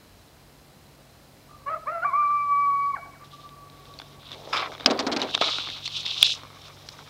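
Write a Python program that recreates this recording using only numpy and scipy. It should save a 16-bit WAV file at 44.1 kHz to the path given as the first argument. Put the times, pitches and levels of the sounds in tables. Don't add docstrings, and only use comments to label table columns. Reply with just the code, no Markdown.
import sys
import numpy as np
from scipy import signal
from scipy.fft import rfft, irfft, next_fast_len
from scipy.io import wavfile
from scipy.ndimage import uniform_filter1d, map_coordinates

SR = 44100
rng = np.random.default_rng(int(sys.argv[2]) if len(sys.argv) > 2 else 0)


def makeup_ratio(level_db):
    decades = np.asarray(level_db, float) / 20
    return 10 ** decades


def put_to_file(sound):
    columns = np.atleast_2d(sound).T
    safe = np.clip(columns, -1, 1)
    whole_steps = np.round(safe * 32767)
    wavfile.write(sys.argv[1], SR, whole_steps.astype(np.int16))


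N = 312943
TIME = np.arange(N) / SR

# [t/s, f/Hz, level/dB]
FIRST_YIP = [
    (1.655, 535, -60),
    (1.666, 555, -31.5),
    (1.69, 584, -25),
    (1.702, 623, -29),
    (1.725, 653, -28.5),
    (1.746, 630, -26),
    (1.75, 700, -38),
    (1.765, 617, -36.5),
    (1.785, 583, -53.5),
]
# [t/s, f/Hz, level/dB]
SECOND_YIP = [
    (1.855, 434, -52.5),
    (1.875, 573, -28),
    (1.889, 614.5, -28.5),
    (1.93, 696, -33.5),
    (1.955, 673, -31),
    (2.005, 650, -35.5),
    (2.036, 714, -26),
    (2.043, 744, -31),
    (2.052, 960, -42.5),
]
# [t/s, f/Hz, level/dB]
HOWL_LEAP = [
    (2.039, 848, -51.5),
    (2.049, 1150, -24),
    (2.066, 1175, -24.5),
    (2.095, 1118, -25.5),
    (2.112, 1010, -34),
    (2.128, 1040, -34),
    (2.137, 1119, -20),
    (2.176, 1186, -21),
]
# [t/s, f/Hz, level/dB]
HOWL_HOLD = [
    (2.21, 1180, -22),
    (2.279, 1156, -22.5),
    (2.308, 1173, -21.5),
    (2.45, 1158, -24.5),
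    (2.56, 1141, -21.5),
    (2.6, 1150, -21.5),
    (2.721, 1127, -23),
    (2.9, 1135, -26.5),
    (2.952, 1096, -24.5),
]
# [t/s, f/Hz, level/dB]
CRACK = [
    (2.947, 1089, -60),
    (2.957, 914, -46.5),
    (2.967, 795, -34.5),
    (2.977, 659, -42.5),
    (2.988, 700, -43),
    (3.0, 680, -62),
]
# [t/s, level/dB, half width/s]
CALL_DIPS = [(1.697, -2, 0.0055), (1.911, -1.5, 0.0072), (1.946, 1, 0.014), (1.969, -5, 0.0041),
             (1.979, 0, .008), (2.015, -6.5, 0.0072), (2.057, 4.5, 0.008), (2.1, -10, .003),
             (2.111, -5.5, 0.0035), (2.146, -2.5, 0.0044), (2.168, -2.5, 0.0072), (2.44, -3.5, 0.028),
             (2.525, 3, 0.013), (2.548, -2.5, 0.01), (2.928, -15, 0.009)]
# [t/s, level/dB, half width/s]
OCTAVE_DIPS = [(2.184, -7, 0.0088), (2.24, -2, .008), (2.325, -8, .035), (2.44, 6, 0.031),
               (2.502, -11.5, 0.011), (2.584, -4.5, 0.018), (2.686, -8.5, 0.02), (2.726, -12.5, .007),
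               (2.78, -8.5, .012), (2.86, 6, 0.05)]
# [delay t/s, level/dB]
ROCK_SLAP = [
    (.094, -9),
]


def coyotes():
    yip_db = [-11.5, -0.5, -25.5, -31]
    yip = dict(breath_db=-21, waver_db=(2.5, 1.2), lift=0.0527)
    first = voice(FIRST_YIP, jitter=.016, hoarse_db=-17, overtone=(7, 6), bark_lag=.02,
                  shape_db=yip_db + [-40, -56], **yip)
    sixth_db = -8 - 150 * np.abs(TIME - 2.04)
    second = voice(SECOND_YIP, jitter=.008, hoarse_db=-20, overtone=(6, sixth_db), shape_db=yip_db, **yip)
    fourth_db = -23 - 28 * np.abs(TIME - 2.72)
    octave_db = -20 + 20 * np.log10(faltering(OCTAVE_DIPS))
    howl = voice(HOWL_LEAP + HOWL_HOLD, jitter=.0008, hoarse_db=-44, overtone=(4, fourth_db),
                 shape_db=[0.25, octave_db], waver_db=(.5, 1))
    crack = voice(CRACK, jitter=.012, hoarse_db=-10, overtone=(3, -20), breath_db=-18, shape_db=[-5, -0.5])
    slap = sum(makeup_ratio(db) * dulled(np.roll(crack, round(delay * SR)), 960) for delay, db in ROCK_SLAP)
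    return faltering(CALL_DIPS) * (first + second + howl) + crack + slap


def voice(rows, jitter, hoarse_db, overtone=(2, -40), breath_db=-90, shape_db=(0,), waver_db=(0, 0),
          lift=0, bark_lag=0):
    hz, level_db = curves(rows)
    bark_db = 14 * np.exp(-np.abs(TIME - rows[1][0] - bark_lag) / 0.016)
    partials_db = []
    for k, db in enumerate(shape_db):
        waver = waver_db[k > 0] * wobble(30.03)
        partials_db.append(level_db + db + (k > 1) * bark_db + waver)
    partials_db[0] = partials_db[0] + lift * (hz - 620)
    phase = 2 * np.pi * np.cumsum(hz * (1 + jitter * wobble(120))) / SR
    shimmer = 1 + makeup_ratio(hoarse_db) * wobble(350)
    tone = sum(makeup_ratio(db) * np.sin((k + 1) * phase) for k, db in enumerate(partials_db))
    order, over_db = overtone
    tone = tone + makeup_ratio(partials_db[-1] + over_db) * np.sin(order * phase)
    throat = resonate(rng.standard_normal(N), [(1440, 970, -3.0), (2230, 430, -8.5)])
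    puffs = 1 + np.cos(phase)
    breath = makeup_ratio(level_db + breath_db) * puffs * unit(dulled(throat, 1900))
    return during(rows) * (shimmer * np.sqrt(2) * tone + breath)


# [delay t/s, level/dB]
ROCK_ECHOES = [
    (0.021, -17),
    (.092, -23.5),
    (.19, -26),
    (0.269, -33.5),
]


def land(x):
    t = np.arange(SR) / SR
    tail = unit(rng.standard_normal(len(t)) * decay(t, 1.0)) * makeup_ratio(-20.5) / np.sqrt(len(t))
    for delay, db in ROCK_ECHOES:
        smear = rng.standard_normal(len(t)) * np.exp(-np.abs(t - delay) / .0005)
        tail = tail + makeup_ratio(db) * smear / np.linalg.norm(smear)
    echo = signal.fftconvolve(x, tail)[:N]
    echo = echo - resonate(echo, [(1140, 260, -3)])
    favoured = resonate(echo, [(700, 320, 0.06), (2170, 430, -1)])
    return makeup_ratio(-4) * echo + makeup_ratio(13.5) * favoured


# [t/s, f/Hz, level/dB]
FAR_CALL = [
    (1.48, 1158, -80),
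    (1.496, 1186, -55.5),
    (1.555, 1190, -51),
    (1.582, 1175, -62),
    (1.597, 1150, -60),
    (1.615, 1140, -61),
    (1.633, 1147, -56),
    (1.66, 1138, -65),
]
# [delay t/s, level/dB]
HILL_ECHOES = [
    (0.983, -39),
    (1.098, -30.5),
    (1.3, -38.5),
]
# [t/s, level/dB, half width/s]
HILL_INTERFERENCE = [(3.225, 14.5, 0.03), (3.31, -17, 0.012), (3.34, 6, 0.011), (3.372, -12, 0.011),
                     (3.4, 7.5, 0.011), (3.42, -10, 0.012), (3.455, 6, 0.032), (3.5, -1, 0.0067),
                     (3.55, 7, 0.024), (3.6, -4, 0.0089), (3.63, 2, .02), (3.72, -6.5, 0.025),
                     (3.755, 4, .015), (3.785, -7, .007), (3.815, -1, .02), (3.857, -22, .009),
                     (3.885, 6.5, 0.02), (3.95, 1.5, .04), (4.05, 2, 0.018), (4.17, 8, 0.027)]


def distance():
    back = 0
    for delay, db in HILL_ECHOES:
        late = [(s + delay, hz, level_db + db) for s, hz, level_db in HOWL_HOLD]
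        flutter = makeup_ratio(1.5 * wobble(35))
        back = back + flutter * during(late, fade=.03) * voice(late, jitter=.002, hoarse_db=-17)
    tremor = makeup_ratio(4.5 * np.cos(2 * np.pi * 55.5 * (TIME - FAR_CALL[1][0])))
    far_call = tremor * voice(FAR_CALL, jitter=.008, hoarse_db=-10)
    return far_call + faltering(HILL_INTERFERENCE) * back


# [f/Hz, width/Hz, level/dB]
PORT_MODES = [(2510, 500, 1.5), (3660, 750, 13)]
# [f/Hz, width/Hz, level/dB]
SHEEN_MODES = [(5230, 1300, -4), (6260, 2500, -25)]
# [f/Hz, width/Hz, level/dB]
SCUFF_MODES = [(620, 250, -8), (1150, 330, 0), (2330, 300, -6)]
# [f/Hz, width/Hz, level/dB]
SHELL_MODES = [(253, 60, -1), (406, 354, -2), (630, 570, -1.5)]
# [f/Hz, width/Hz, level/dB]
PANEL_MODES = [(291, 25, -2.5), (389, 27, 2), (510, 70, 3), (603, 33, 7.5), (730, 17, -5), (838, 34, 4),
               (1060, 90, -12)]
LOOSE_GRIP = [
    (4.861,),
    (5.4,),
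]
# [t/s, length/s, first level/dB, last level/dB, hiss over it/dB]
PORT_RUBS = [(3.237, 0.033, -55, -58, -10), (3.306, 0.045, -55, -52.5, -12), (3.357, 0.046, -63, -62, -9),
             (3.401, 0.073, -55.5, -57, -13), (3.716, 0.44, -62, -57, -7), (4.189, 0.15, -55.5, -44.5, -23),
             (4.322, 0.26, -56, -48.5, -5.5), (4.529, 0.035, -33, -43, -13),
             (4.566, 0.099, -29.5, -44.5, -23), (4.676, 0.036, -58, -52, -5),
             (4.72, 0.064, -47.5, -53, -11), (4.79, 0.059, -48, -51.5, -15), (4.866, 0.23, -44, -51.5, -15),
             (5.126, 0.184, -51.5, -39, -16), (5.303, 0.045, -52, -27, -19),
             (5.363, 0.046, -45, -36.5, -20), (5.409, 0.38, -24, -39.5, -17.5),
             (5.797, 0.067, -47.5, -35.5, -13), (5.854, 0.011, -40, -41, -7), (5.881, 0.088, -45, -29, -15),
             (5.964, 0.099, -32, -41.5, -14), (6.051, 0.13, -29, -34.5, -18),
             (6.175, 0.049, -42, -27, -7.5), (6.236, 0.089, -21.5, -26, -9.5),
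             (6.343, 0.11, -39, -59, -5.5), (6.454, 0.165, -59, -53.5, -5.5),
             (6.611, 0.063, -57, -46.5, -7), (6.678, 0.25, -56, -56, -2), (6.918, 0.11, -56.5, -52.5, -3.5),
             (7.035, 0.054, -56, -54.5, -4.5)]
# [t/s, length/s, first level/dB, last level/dB]
BUTTON_SCUFFS = [(3.2, 0.04, -59, -53), (3.31, 0.89, -72, -59), (4.22, .13, -56, -51),
                 (4.36, 0.165, -61, -50), (4.527, 0.099, -32.5, -33), (4.625, 0.049, -34, -37.5),
                 (4.715, 0.043, -46, -48), (4.795, 0.043, -45, -44), (4.98, 0.031, -32, -41.5),
                 (5.12, 0.15, -57, -44), (5.34, 0.039, -29, -60), (5.27, .07, -53, -63),
                 (5.385, 0.031, -62, -53), (5.413, 0.11, -28.5, -44), (5.53, 0.32, -42.5, -57),
                 (5.85, 0.32, -54.5, -53), (6.055, 0.036, -56, -54), (6.15, 0.085, -54, -44.5),
                 (6.345, 0.17, -48.5, -55), (6.5, 0.23, -54, -54.5), (6.75, 0.28, -60.5, -54),
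                 (7.05, 0.036, -54, -51)]
# [t/s, length/s, first level/dB, last level/dB]
PALM_PRESSES = [(3.2, 1.01, -64.5, -56.5), (4.312, 0.21, -49.5, -43.5), (4.535, 0.17, -38, -42.5),
                (4.7, .15, -55, -43.5), (4.858, 0.038, -28, -22.5), (4.902, 0.071, -25, -28.5),
                (4.99, 0.063, -30, -32.5), (5.065, 0.042, -32, -27), (5.118, 0.038, -32, -27.5),
                (5.163, 0.092, -35, -28), (5.26, 0.098, -42, -41), (5.342, 0.059, -38, -55),
                (5.413, 0.076, -33.5, -36), (5.53, 0.29, -50, -62), (5.93, 0.28, -60, -59),
                (6.18, 0.2, -54, -55.5), (6.35, 0.43, -66, -57.5), (6.8, 0.23, -59.5, -52.5)]


def rubbing():
    port = resonate(grains(3500, spread_db=2.4, clump_db=1.2), PORT_MODES)
    port = unit(dulled(port, 5200))
    port = highpassed(port, 2200)
    sheen = resonate(grains(4000, spread_db=4, clump_db=2.5), SHEEN_MODES)
    sheen = unit(dulled(resonate(sheen, [(5550, 3400, 0)]), 10200))
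    rub = strokes([row[:-1] for row in PORT_RUBS]) * port + strokes(raised(PORT_RUBS)) * sheen
    buttons = resonate(grains(1500, spread_db=3, clump_db=2), SCUFF_MODES)
    buttons = resonate(buttons, [(650, 500, -2), (1280, 650, 0), (2330, 550, 1)])
    scuff = strokes(BUTTON_SCUFFS) * unit(dulled(buttons, 3200))
    push = grains(3000, spread_db=3.0, clump_db=1.5)
    loose = during(LOOSE_GRIP)
    free = unit(makeup_ratio(8.0) * resonate(push, SHELL_MODES) + resonate(push, PANEL_MODES))
    firm = unit(resonate(push, SHELL_MODES[1:]))
    boom = loose * free + (1 - loose) * firm
    return rub + scuff + strokes(PALM_PRESSES) * dulled(boom, 1035)


# [f/Hz, width/Hz, level/dB]
SQUEAL_MODES = [(1220, 530, 0), (2360, 680, -9), (3550, 250, -11), (5000, 430, -11.5)]
# [t/s, length/s, first level/dB, last level/dB, upper modes over it/dB]
BUTTON_SQUEAKS = [
    (4.525, 0.046, -32, -33, -3),
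    (4.561, 0.058, -43, -33.5, -3.5),
    (4.631, .043, -38, -43, -11.5),
    (5.43, 0.038, -40, -46.5, -4),
    (5.484, 0.014, -38, -48, -5),
    (5.51, 0.095, -54, -56, -6),
    (5.952, 0.044, -57, -58, -15),
    (6.077, 0.047, -63, -62, -15),
]
# [f/Hz, width/Hz, level/dB]
WHINE_MODE = [(1250, 150, 0)]
# [t/s, length/s, first level/dB, last level/dB]
BUTTON_WHINES = [
    (5.377, 0.0085, -38, -46),
    (5.418, 0.02, -24, -34),
    (5.45, 0.022, -44, -44),
    (5.482, 0.0096, -34, -36),
    (5.505, 0.02, -43, -47),
    (5.54, .01, -39, -43),
    (5.562, 0.016, -46, -40),
]


def squeaks():
    drag = grains(2000, spread_db=1.5, clump_db=2)
    low, high, whine = [unit(resonate(resonate(drag, modes), modes))
                        for modes in (SQUEAL_MODES[:1], SQUEAL_MODES[1:], WHINE_MODE)]
    low = strokes([row[:-1] for row in BUTTON_SQUEAKS]) * low
    high = strokes(raised(BUTTON_SQUEAKS)) * makeup_ratio(1.5) * high
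    return strokes(BUTTON_WHINES) * whine + low + high


# [t/s, level/dB, f/Hz, knock over it/dB]
SHELL_TICKS = [(3.491, -36.5, 3700, -9), (3.699, -37.5, 3860, -9), (3.855, -38.5, 3660, -4),
               (3.939, -35, 3946, -19), (3.989, -26, 4530, -14), (3.9992, -26.5, 3520, 2),
               (4.017, -28.5, 3570, -2), (4.2886, -37, 4040, 0), (4.317, -23.5, 3550, -25),
               (4.3291, -25.5, 3440, -22), (4.3452, -29, 3580, -11), (4.719, -32, 3570, 4),
               (4.739, -34, 3780, 7), (4.7502, -30, 3400, 7), (4.808, -28, 3630, 6), (4.845, -31, 3700, 8),
               (4.78, -33, 3960, 8), (4.799, -31, 3550, 9), (4.8598, -14, 4800, 13),
               (4.8628, -18, 4450, 9.5), (4.901, -19, 3700, 10), (4.934, -32, 4800, -5),
               (4.9918, -13, 4720, -3), (5.026, -29, 3870, -5), (5.4147, -14, 4230, -14),
               (4.9754, -27.5, 4560, -11), (5.217, -10.5, 3840, -15), (5.3113, -23, 3780, -10),
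               (5.377, -19, 3610, 5), (6.435, -37, 5500, -15), (6.618, -37, 5500, -15),
               (6.683, -37, 2580, 3)]
# [t/s, level/dB, f/Hz, top over it/dB]
NAIL_CLICKS = [(5.34, -20, 3230, -34), (5.345, -18, 3200, -32), (5.3495, -4, 3660, -48),
               (5.701, -21, 3720, -29), (5.8586, -21.5, 3940, -31), (5.8774, -15.5, 4350, -33),
               (6.031, -25.5, 4300, -25.5), (6.0626, -14.5, 3770, -29), (6.2274, -21.5, 3550, -29),
               (6.2342, -15, 3950, -26), (6.2733, -20, 3660, -25), (6.339, -22, 3880, -30),
               (6.8881, -21.5, 4100, -34), (6.888, -21, 5600, -26), (5.4093, -29, 3200, -30),
               (5.5575, -29, 3530, -32), (5.5844, -18, 3890, -33), (5.83, -34, 3680, -30),
               (6.0583, -25, 3600, -30), (6.2405, -24, 3900, -30), (6.2548, -19, 3680, -30),
               (6.264, -22, 3670, -30), (6.269, -27, 3600, -28), (6.298, -21, 3730, -22),
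               (6.3012, -26, 3850, -26)]
# [t/s, level/dB, f/Hz]
DULL_TAPS = [(4.474, -27.5, 595), (4.501, -31, 620), (4.725, -31, 660), (4.747, -43, 715),
             (4.807, -31, 608), (5.289, -30, 1460), (5.302, -30.5, 1600), (5.413, -8, 647),
             (5.4141, -17, 1250), (5.349, -20, 1060), (4.0173, -37, 1495), (5.585, -17, 1420),
             (5.673, -25, 1220), (5.688, -25, 2100), (5.706, -35, 1790), (5.745, -36, 1300),
             (6.049, -34, 1021), (6.434, -28.5, 1100), (6.451, -36, 1110), (6.503, -36, 1210),
             (6.772, -39, 1370), (6.99, -34, 1440)]


def impacts():
    bright, knock, top = parts = np.zeros((3, N + SR))
    t = np.arange(SR // 8) / SR
    hits = [(*row, -28.5, 0.013) for row in SHELL_TICKS]
    hits += [(s, db, hz, -38, top_db, 0.013) for s, db, hz, top_db in NAIL_CLICKS]
    hits += [(*row, -1, -42.5, 0.014) for row in DULL_TAPS]
    for s, db, hz, knock_db, top_db, t60 in hits:
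        noise = rng.standard_normal((3, len(t)))
        ring = decay(t, t60) * np.sin(2 * np.pi * hz * t)
        crack = signal.lfilter(*signal.iirpeak(hz, .9, SR), 0.98 * decay(t, 0.014) * noise[2])
        place(bright, s, makeup_ratio(db - 2.0) * (ring + crack))
        place(knock, s, makeup_ratio(db + knock_db + 10.5) * decay(t, 0.0077) * noise[0])
        place(top, s, makeup_ratio(db + top_db + 7.0) * decay(t, 0.0069) * noise[1])
    return parts


# [t/s, level/dB, f/Hz, length/s]
LOOSE_RATTLES = [
    (4.859, -9, 4170, 0.0076),
    (4.905, -12, 5000, 0.0096),
    (4.995, -15, 4760, 0.0086),
    (5.025, -38, 3800, 0.017),
    (5.066, -11.5, 4670, 0.0086),
    (5.116, -20.5, 4260, 0.01),
    (5.121, -15.5, 3650, 0.01),
    (5.163, -13, 3630, 0.0066),
    (5.195, -22.5, 3130, 0.011),
    (5.222, -18, 3400, 0.011),
]


def rattles():
    bright, knock, top = parts = np.zeros((3, N + SR))
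    t = np.arange(SR // 8) / SR
    for s, db, hz, length in LOOSE_RATTLES:
        noise = rng.standard_normal((4, len(t)))
        clump = np.exp(-(t / length - .5) ** 2) * makeup_ratio(3 * unit(uniform_filter1d(noise[0], size=60)))
        clump = clump + 0.11 * decay(t, 0.16)
        crackle = signal.lfilter(*signal.iirpeak(hz, 1.3, SR), clump * noise[1])
        place(bright, s, makeup_ratio(db) * crackle / np.abs(crackle).max())
        thump_hz = 269 * (1 + 0.061 * noise[0, 0])
        place(bright, s, makeup_ratio(db - 7) * decay(t, 0.068) * np.sin(2 * np.pi * thump_hz * t))
        sag_hz = (401 + (950 - 401) * np.exp(-t / 0.0249)) * (1 + .08 * noise[0, 1])
        sag = np.sin(2 * np.pi * np.cumsum(sag_hz) / SR)
        flutter = unit(uniform_filter1d(uniform_filter1d(noise[3], size=200), size=200))
        swell = (1 - np.exp(-t / .006)) * (1 + 0.35 * flutter)
        place(bright, s, makeup_ratio(db - 13.5) * decay(t, .16) * swell * sag)
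        place(knock, s, makeup_ratio(db - 8 + 10.5) * decay(t, 0.22) * noise[2])
        place(top, s, makeup_ratio(db - 28.5 - 9.0) * dulled(clump * noise[3], 9000))
    return parts


def contacts():
    bright, knock, top = (impacts() + rattles())[:, :N]
    thud = dulled(resonate(knock, SHELL_MODES + [(1262, 920, -5.0)]), 3400)
    air = dulled(resonate(top, [(7650, 1600, -4.0), (11400, 11000, -5.0)]), 13000)
    return dulled(bright, 5230) + thud + air


# [t/s, level/dB, f/Hz, t60/s]
HARD_SNAPS = [
    (4.8602, -1, 3300, .007),
    (4.8611, 3, 5000, .01),
    (4.8628, -7, 4900, .012),
    (6.2283, 10.5, 3450, .0085),
    (6.2283, -2, 4750, .008),
    (6.2295, -10, 2750, .012),
    (6.2284, -15, 1560, .01),
]


def snaps():
    out = np.zeros(N + SR)
    t = np.arange(SR // 20) / SR
    for s, db, hz, t60 in HARD_SNAPS:
        onset = 1 - np.exp(-t / .00015)
        place(out, s, makeup_ratio(db) * decay(t, t60) * np.sin(2 * np.pi * hz * t) * onset)
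    return out[:N]


# [f/Hz, level/dB per Hz]
HISS_SPECTRUM = [(12, -54), (22, -37), (43, -1.5), (120, -3.5), (220, -5.5), (390, -9.5), (700, -9.5),
                 (1300, -15.5), (3500, -20), (6000, -23.5), (10000, -26.5), (14000, -27), (16000, -28.5)]
# [t/s, level/dB]
ROAD_WASH = [
    (0, -67.5),
    (1.3, -58.5),
    (2.4, -61.5),
    (4.2, -59),
    (5.7, -61.5),
    (7.1, -62),
]
# [t/s, f/Hz, level/dB, f/Hz, level/dB]
ENGINE_ORDERS = [
    (0, 92.6, -66.5, 142, -61.5),
    (.9, 94.4, -71.5, 142.6, -60.5),
    (3.85, 96.2, -64.5, 140.7, -53.5),
    (5.4, 98.4, -58, 143.9, -55),
    (7.1, 99.4, -63, 145.8, -54),
]


def night():
    f, db = np.transpose(HISS_SPECTRUM)
    shape = lambda hz: makeup_ratio(np.interp(np.log(hz + 1), np.log(f), db))
    hiss = unit(filtered(rng.standard_normal(N), shape))
    wash = unit(resonate(rng.standard_normal(N), [(240, 130, -0.5), (700, 240, -8.0)]))
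    wash_gain = makeup_ratio(curves(ROAD_WASH)[0] - 3.0 + 0.64 * wobble(5.6))
    low_hz, low_db, high_hz, high_db = curves(ENGINE_ORDERS)
    engine = engine_tone(low_hz, low_db + 5.5) + engine_tone(high_hz, high_db + 0.5)
    engine = engine + engine_tone(2 * high_hz, high_db - 13.0) + engine_tone(55, -68.0)
    return makeup_ratio(-54.0) * hiss + wash_gain * wash + engine


def engine_tone(hz, db):
    gain = makeup_ratio(db + 0.76 * wobble(6.6))
    return gain * np.sin(2 * np.pi * np.cumsum(hz * (1 + 0.00788 * wobble(5.6))) / SR)


def circuits():
    frame = TIME * 33.0 % 1
    gate = sum(np.exp(-.5 * ((frame - centre) / 0.078) ** 2) for centre in (.1, .38, .67))
    bursts = resonate(gate * rng.standard_normal(N), [(4040, 190, -11.0), (5090, 440, -18.0)])
    return makeup_ratio(-67.0) * unit(bursts)


def grains(rate, spread_db, clump_db):
    draw = rng.random((2, N))
    sizes = makeup_ratio(-spread_db * np.log(draw[1] + 0.045)) * rng.standard_normal(N)
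    slips = (draw[0] < rate / SR) * sizes
    return unit(unit(slips) + .5 * rng.standard_normal(N)) * makeup_ratio(clump_db * wobble(60))


def strokes(rows):
    gain = np.zeros(N)
    grip_s, release_db_per_s = 0.0044, 893
    for s, length, first_db, last_db in rows:
        span = slice(int(s * SR), int((s + length + .1) * SR))
        u = TIME[span] - s
        db = np.interp(u, [0, length], [first_db, last_db])
        db = db - release_db_per_s * np.clip(u - length, 0, None)
        gain[span] += makeup_ratio(db) * np.clip(u / grip_s, 0, 1)
    return gain


def raised(rows):
    return [(s, length, first_db + db, last_db + db) for s, length, first_db, last_db, db in rows]


def faltering(rows):
    return makeup_ratio(sum(db * np.exp(-((TIME - s) / width) ** 2) for s, db, width in rows))


def during(rows, fade=0.0045):
    return np.clip(np.minimum(TIME - rows[0][0], rows[-1][0] - TIME) / fade, 0, 1)


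def curves(rows):
    s, *cols = np.transpose(rows)
    return [np.interp(TIME, s, c) for c in cols]


def wobble(rate):
    knots = rng.standard_normal(int(N * rate / SR) + 4)
    return map_coordinates(knots, [np.arange(N) * rate / SR])


def decay(t, t60):
    return makeup_ratio(-60 * t / t60)


def place(out, s, sound):
    out[round(s * SR):][:len(sound)] += sound


def unit(x):
    return x / np.sqrt(np.mean(x ** 2) + 1e-20)


def filtered(x, response):
    m = next_fast_len(N + SR // 2)
    return irfft(rfft(x, m) * response(np.fft.rfftfreq(m, 1 / SR)), m)[:N]


def resonate(x, modes):
    def response(f):
        total = 0
        for k, (centre, width, db) in enumerate(modes):
            damping = 1j * f * width
            total = total + (-1) ** k * makeup_ratio(db) * damping / (centre * centre - f * f + damping)
        return total
    return filtered(x, response)


def dulled(x, hz):
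    return signal.sosfilt(signal.butter(4, hz, fs=SR, output="sos"), x)


def highpassed(x, hz):
    return signal.sosfilt(signal.butter(4, hz, "highpass", fs=SR, output="sos"), x)


def scene():
    call = coyotes()
    hand = rubbing() + contacts() + squeaks() + snaps()
    hand = highpassed(hand, 185)
    return (call + land(call) + distance() + hand + night() + circuits())[None]


def band_limit(x):
    return signal.sosfilt(signal.butter(12, 15830, fs=SR, output="sos"), x)


def record(dry):
    clipped = np.clip(dry[0], -1, 1)
    mix = filtered(clipped, lambda hz: hz < 15800)[None]
    return band_limit(mix)


dry = scene()
out = record(dry)
put_to_file(out)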